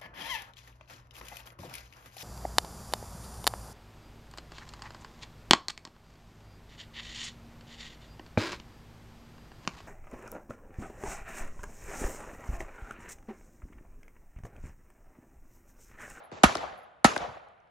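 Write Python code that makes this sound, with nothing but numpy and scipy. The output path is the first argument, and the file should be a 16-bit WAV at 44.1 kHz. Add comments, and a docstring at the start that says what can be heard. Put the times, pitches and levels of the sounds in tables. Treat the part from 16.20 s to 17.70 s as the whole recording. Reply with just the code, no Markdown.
"""A pistol is fired at an outdoor range, a few steps away; the first shot falls just before the start.
Each blast is a burst of noise, short decaying rings and pressure pulses back from an earth bank;
noise that dies band by band makes the near scatter and the roll of the woods.
One far shot (pulses and a wash) falls between the first two; a few casing ticks (resonant puffs)
come between and after the shots, over quiet air."""
import sys
import numpy as np
from scipy import signal
from scipy.fft import rfft, irfft, next_fast_len
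from scipy.io import wavfile
from scipy.ndimage import uniform_filter1d

SR = 44100
rng = np.random.default_rng(int(sys.argv[2]) if len(sys.argv) > 2 else 0)


def store_wav(level_fs):
    """Save 16-bit WAV to argv[1]."""
    pcm = np.round(np.clip(np.atleast_2d(level_fs), -1, 1) * 32767)
    wavfile.write(sys.argv[1], SR, pcm.T.astype(np.int16))


N = 66150

# Near shots. Each row: start in seconds, gain in dB, pitch factor of the rings, extra dB of the lowest ring.
# All other levels inside a shot are relative to this gain.
SHOTS = [(-.37, 1, 0.34, .1), (0.234, 1, 1.004, 1), (0.8437, 0, 1.06, -13)]

# Blast noise. Each row: frequency in Hz, relative density in dB per Hz.
CRACK_COLOUR = [(150, -32.5), (520, -28), (800, -10), (1500, -13), (3000, -20), (5000, -24.5),
                (7500, -26.5), (9000, -39), (11000, -26.5), (12500, -50)]
CRACK_DB, CRACK_RISE_S, CRACK_HOLD_S, CRACK_T60_S = -14, 0.00051, 0.0071, 0.073

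# First edge. One row: level in dB, length in seconds, pitch in Hz, width in Hz, left over right in dB.
SNAP = (-17.5, .002, 7000, 6995.5, 1)

# Rings of the blast among ground and frames. Each row: frequency in Hz before the pitch factor,
# level in dB, t60 in seconds, left lag in ms, left over right in dB.
RINGS = [(68.5, -17, 0.065, 1.6, 2), (212, -4.5, 0.031, .2, -2.8), (265, -9, .03, .4, 7),
         (435, -21, 0.033, 0.1, -0.5), (676, -4.5, .03, .15, 2.6), (739, -9, 0.053, .1, 0.9),
         (1034, -12, .03, .1, 2), (1232, -13, 0.076, 0.01, -0.6), (1675, -16, 0.082, 0.14, -0.2)]
RING_RISE_S = 0.0022

# Scatter from near ground and fence. Each row: frequency in Hz, relative density in dB per Hz.
NEAR_COLOUR = [(24, -41.5), (40, -11.5), (348, -2), (1440, 3.5), (1620, -2.5), (4550, -14), (7190, -17.5),
               (8720, -36), (11100, -26.5), (12500, -52.5), (16200, -83), (22000, -120)]
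# Its decay. Each row: frequency in Hz, t60 in seconds.
NEAR_T60 = [(60, 0.12), (300, 0.57), (1000, 0.34), (5000, 0.49), (11000, 0.6)]
NEAR_DB, NEAR_RISE_S = -24, 0.0017

# Scattered echoes alike after every shot. Each row: delay in seconds, level in dB, length in seconds,
# pitch in Hz, width in Hz, left over right in dB.
SLAPS = [(.058, -41.5, 0.012, 1296, 1534, -6), (0.073, -37, 0.019, 762, 684, 4),
         (0.099, -56.5, .14, 48, 30, -5.5)]

# Roll of the woods. Each row: frequency in Hz, relative density in dB per Hz.
WOODS_COLOUR = [(24, -47), (40, -21.5), (165, -18.5), (309, -23.5), (716, -6), (1000, -17.5), (1160, -13),
                (1960, -21), (5660, -28), (10800, -31.5), (12500, -69), (16200, -101), (22000, -120)]
# Its decay. Each row: frequency in Hz, t60 in seconds.
WOODS_T60 = [(60, 0.93), (200, .7), (600, 0.89), (1500, 0.91), (4000, 0.67), (11000, 0.12)]
WOODS_DB, WOODS_START_S, WOODS_RISE_S = -25, 0.081, 0.11

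# Clean returns from the bank: delays after the shot in seconds.
BANK_DELAYS_S = (.1178, .1192)
# Their pulses. Each row: level in dB, pulse width in seconds, left lag in seconds.
BANK_PULSES = [(-22, .0002, 0.00016), (-24.5, .00035, 0.000077)]

# Returns from bank and tree line that differ from shot to shot. Each row: start in seconds, level in dB,
# length in seconds, pitch in Hz, width in Hz, left over right in dB.
VARIED_RETURNS = [(0.3522, -23, 0.0033, 800, 500, 1.5), (.352, -31, 0.0076, 340, 250, 0),
                  (0.3527, -26.5, 0.0026, 4100, 3000, 1), (.3532, -47, 0.0009, 7530, 3980, -4),
                  (0.37, -34.5, 0.0014, 4800, 4000, 1), (.404, -37.5, 0.028, 702, 300, 4),
                  (.428, -33, 0.019, 662, 398, 5), (.475, -44, 0.011, 790, 700, 3),
                  (.9615, -25.5, 0.0041, 1440, 1190, 1.5), (.962, -25.5, 0.0065, 684, 500, 1.5),
                  (0.9616, -28, 0.0046, 336, 250, 5), (.9625, -40.5, 0.0036, 5940, 8000, 2),
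                  (.977, -36, 0.0014, 7426, 8000, -4), (.9775, -36, 0.002, 2520, 3870, 12),
                  (1.015, -42, 0.03, 770, 503, 1), (1.037, -30.5, 0.017, 682, 350, 3),
                  (1.075, -47, 0.016, 108, 120, 2), (1.085, -44.5, 0.018, 690, 600, -1)]

# Far shot, direct and off ground and bank. Each row: start in seconds, level in dB,
# pulse width in seconds, left lag in seconds.
FAR_PULSES = [(0.116, -29.5, .00025, 0.00042), (.1182, -29.5, .0005, 0.0002),
              (0.1232, -38.5, .0012, 0.00018)]
# Its wash. Each row: frequency in Hz, relative density in dB per Hz.
FAR_COLOUR = [(24, -46.5), (40, -9), (97, -11.5), (530, -2), (1090, -7), (3170, -20), (7510, -30),
              (9000, -52.5), (11700, -78), (19800, -120)]
FAR_WASH_DB, FAR_RISE_S, FAR_T60_S = -43, 0.011, 1

# Casing ticks. Each row: start in seconds, level in dB, length in seconds, pitch in Hz, width in Hz,
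# left over right in dB.
TICKS = [(0.034, -64.5, .03, 10900, 990, -1), (0.571, -70, 0.033, 11000, 1175, 1),
         (0.627, -73, 0.022, 11120, 500, 0), (1.285, -69, 0.0022, 6410, 7000, 1),
         (1.402, -73.5, 0.00213, 5110, 2000, 0), (1.473, -76, 0.0018, 4980, 1500, -1.5)]

# Quiet air of the range. Each row: frequency in Hz, relative density in dB per Hz.
AIR_COLOUR = [(30, -4), (60, -6.5), (120, -11.5), (300, -18), (720, -5), (1500, -16.5), (3000, -25),
              (5000, -43), (8000, -50.5), (10500, -48.5), (12500, -61)]
AIR_DB, AIR_PATCHY_DB, AIR_FLICKER_DB = -63, 1.2, 0.4

# Stereo likeness of all noise tails. Each row: frequency in Hz, left-right correlation.
LIKENESS = [(60, 0.32), (170, 1), (500, 0.15), (1460, 0.035), (4240, 0.83), (12300, 0.54)]

# Microphone chain
LAG_AT_1K_S, LAG_POWER, LAG_KNEE_HZ = 0.0015, 0.95, 48.7
LOW_CUT_HZ, TOP_HZ, BAND_EDGE_HZ = 47, 11700, 12850
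SOFT_CEILING = 1.4

STEADY = [(1, 1e3), (2, 1e3)]  # (Hz, t60 s): practically no decay


def shot(pitch, lowest_db):
    """One near shot: the blast at once, then slaps and the swelling woods, then sharp bank returns on top."""
    out = woods()
    add(out, 0, near_scatter())
    add(out, 0, crack())
    add(out, 0, rings(pitch, lowest_db))
    add(out, 0, snap())
    for delay_s, *slap in SLAPS:
        add(out, delay_s, burst(*slap, shared=0.5))
    for delay_s, bank_pulse in zip(BANK_DELAYS_S, BANK_PULSES):
        add(out, delay_s, pulse(*bank_pulse))
    return out


def crack():
    """Blast noise: fast rise, short hold, the same decay in all bands."""
    noise = tail(CRACK_COLOUR, STEADY, patchy_db=1.0)
    count = noise.shape[1]
    past_hold_s = np.maximum(np.arange(count) / SR - CRACK_HOLD_S, 0)
    fall = gain_of(CRACK_DB - 60 * past_hold_s / CRACK_T60_S)
    return noise * rise(0, CRACK_RISE_S, count) * fall


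def snap():
    """First edge of the blast: a wideband puff reaching the two channels in opposite phase."""
    return burst(*SNAP, shared=1.0) * [[1], [-1]]


def rings(pitch, lowest_db):
    """Short resonances of ground and frames: decaying sines, delayed on the left."""
    count = SR // 4
    out = np.zeros((2, count))
    for k, (hz, db, t60_s, lag_ms, pan_db) in enumerate(RINGS):
        lag_s = np.array([[lag_ms / 1000], [0]])
        t = np.maximum(np.arange(count) / SR - lag_s, 0)
        level_db = db + sides_db(pan_db) + (lowest_db if k == 0 else 0)
        out += gain_of(level_db - 60 * t / t60_s) * np.sin(2 * np.pi * hz * pitch * t)
    return out * rise(0, RING_RISE_S, count)


def near_scatter():
    """Scatter from near ground and fence: dense noise that starts almost at once."""
    noise = tail(NEAR_COLOUR, NEAR_T60, patchy_db=2.5)
    return gain_of(NEAR_DB) * noise * rise(0, NEAR_RISE_S, noise.shape[1])


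def woods():
    """Roll of the woods: noise that enters late, swells and dies band by band."""
    noise = tail(WOODS_COLOUR, WOODS_T60, patchy_db=1.55)
    return gain_of(WOODS_DB) * noise * rise(WOODS_START_S, WOODS_RISE_S, noise.shape[1])


def add_varied_returns(mix):
    """Reflections from bank and tree line, different from shot to shot: resonant puffs."""
    for start_s, *puff in VARIED_RETURNS:
        add(mix, start_s, burst(*puff, shared=0.74))


def add_far_shot(mix):
    """Distant shot: direct and reflected pressure pulses over a decaying wash."""
    wash = tail(FAR_COLOUR, [(1, FAR_T60_S), (2, FAR_T60_S)], patchy_db=1.5)
    wash = gain_of(FAR_WASH_DB) * wash * rise(0, FAR_RISE_S, wash.shape[1])
    add(mix, FAR_PULSES[0][0], wash)
    for start_s, *far_pulse in FAR_PULSES:
        add(mix, start_s, pulse(*far_pulse))


def add_casing_ticks(mix):
    """Faint casing ticks: short, high resonant puffs."""
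    for start_s, *tick in TICKS:
        add(mix, start_s, burst(*tick, shared=0.74))


def air():
    """Quiet air of the range: coloured noise, slightly uneven, practically without decay."""
    noise = tail(AIR_COLOUR, STEADY, AIR_PATCHY_DB, AIR_FLICKER_DB, size=2048)
    return gain_of(AIR_DB) * noise[:, :N]


def pulse(db, width_s, lag_s):
    """A pressure pulse: push, then suction; its edge is rounded by the air."""
    t = np.arange(SR // 20) / SR - np.array([[lag_s], [0]])
    u = t / width_s
    return gain_of(db) * (u > 0) * 1.9 * u * (2 - u) * np.exp(-abs(u))


def burst(db, length_s, hz, width_hz, pan_db, shared):
    """A puff of noise through one resonance, applied twice; its envelope peaks at a third of its length."""
    t = np.arange(round(4 * length_s * SR) + 200) / SR
    common, *sides = rng.standard_normal((3, len(t)))
    noise = shared * common + np.sqrt(1 - shared ** 2) * np.array(sides)
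    r = np.exp(-np.pi * width_hz / SR)
    poles = [1, -2 * r * np.cos(2 * np.pi * hz / SR), r * r]
    for _ in range(2):
        noise = signal.lfilter([1, 0, -1], poles, noise)
    u = 3 * t / length_s
    return gain_of(db + sides_db(pan_db)) * evened(noise) * u * np.exp(1 - u)


def tail(colour, t60, patchy_db, flicker_db=1.0, size=512):
    """About two seconds of coloured stereo noise, each band dying at its own speed; rms 1 before decay."""
    hop = size // 4
    frames, hz = 2 * SR // hop, np.fft.rfftfreq(size, 1 / SR)
    a, b, c, d, patches = rng.standard_normal((frames, len(hz), 5)).T
    patches = uniform_filter1d(patches, size=5, axis=0)
    patches = evened(uniform_filter1d(patches, size=5, axis=1))
    # uneven returns, all bands at once
    flicker = evened(uniform_filter1d(rng.standard_normal(frames), size=3))
    same = np.clip(read(LIKENESS, hz), -1, 1)[:, None]
    left = a + 1j * b
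    right = same * left + np.sqrt(1 - same ** 2) * (c + 1j * d)
    level_db = read(colour, hz)[:, None] + patchy_db * patches + flicker_db * flicker
    z = np.array([left, right]) * gain_of(level_db)
    steady = signal.istft(z, nperseg=size, noverlap=size - hop)[1]
    frame_s = np.arange(frames) * hop / SR
    fall = gain_of(-60 * frame_s / read(t60, hz)[:, None])
    return signal.istft(z * fall, nperseg=size, noverlap=size - hop)[1] / steady.std()


def rise(start_s, length_s, count):
    """A smooth step from 0 to 1."""
    t = np.arange(count) / SR
    return np.sin(np.pi / 2 * np.clip((t - start_s) / length_s, 0, 1)) ** 2


def gain_of(db):
    """Amplitude factor of a level in dB."""
    return 10 ** (np.asarray(db) / 20)


def sides_db(pan_db):
    """Left and right dB offsets, half the difference each."""
    return np.array([[pan_db / 2], [-pan_db / 2]])


def evened(x):
    """Scales to rms 1."""
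    return x / np.sqrt(np.mean(x ** 2) + 1e-20)


def read(points, hz):
    """Interpolates a table over log frequency."""
    f, value = np.transpose(points)
    return np.interp(np.log(hz + 1), np.log(f + 1), value)


def add(mix, start_s, sound):
    """Mixes a two-channel sound in at a time that may lie before zero."""
    at = round(start_s * SR)
    sound = sound[:, max(-at, 0):]
    part = mix[:, max(at, 0):][:, :sound.shape[1]]
    part += sound[:, :part.shape[1]]


def scene():
    """Near shots, their varied returns, far shot and ticks over the air."""
    mix = air()
    for start_s, db, *voice in SHOTS:
        add(mix, start_s, gain_of(db) * shot(*voice))
    add_far_shot(mix)
    add_varied_returns(mix)
    add_casing_ticks(mix)
    return mix


def record(dry):
    """Microphone chain: bass and top cut, low tones later than high; soft clipping; band limit."""
    size = next_fast_len(N + SR // 2)
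    hz = np.fft.rfftfreq(size, 1 / SR)
    low_cut = 1 / np.sqrt(1 + (LOW_CUT_HZ / (hz + 1)) ** 8)
    top_cut = 1 / np.sqrt(1 + (hz / TOP_HZ) ** 60)
    lag_s = LAG_AT_1K_S * (1000 / np.maximum(hz, LAG_KNEE_HZ)) ** LAG_POWER
    phase = -2 * np.pi * np.cumsum(lag_s) * hz[1]  # group delay summed to phase
    response = low_cut * top_cut * np.exp(1j * phase)
    spread = irfft(rfft(dry, size) * response, size)[:, :N]
    limited = SOFT_CEILING * np.tanh(spread / SOFT_CEILING)
    band = signal.firwin(511, BAND_EDGE_HZ, window=("kaiser", 9), fs=SR)
    return signal.oaconvolve(limited, band[None], "same")


dry = scene()
out = record(dry)
store_wav(out)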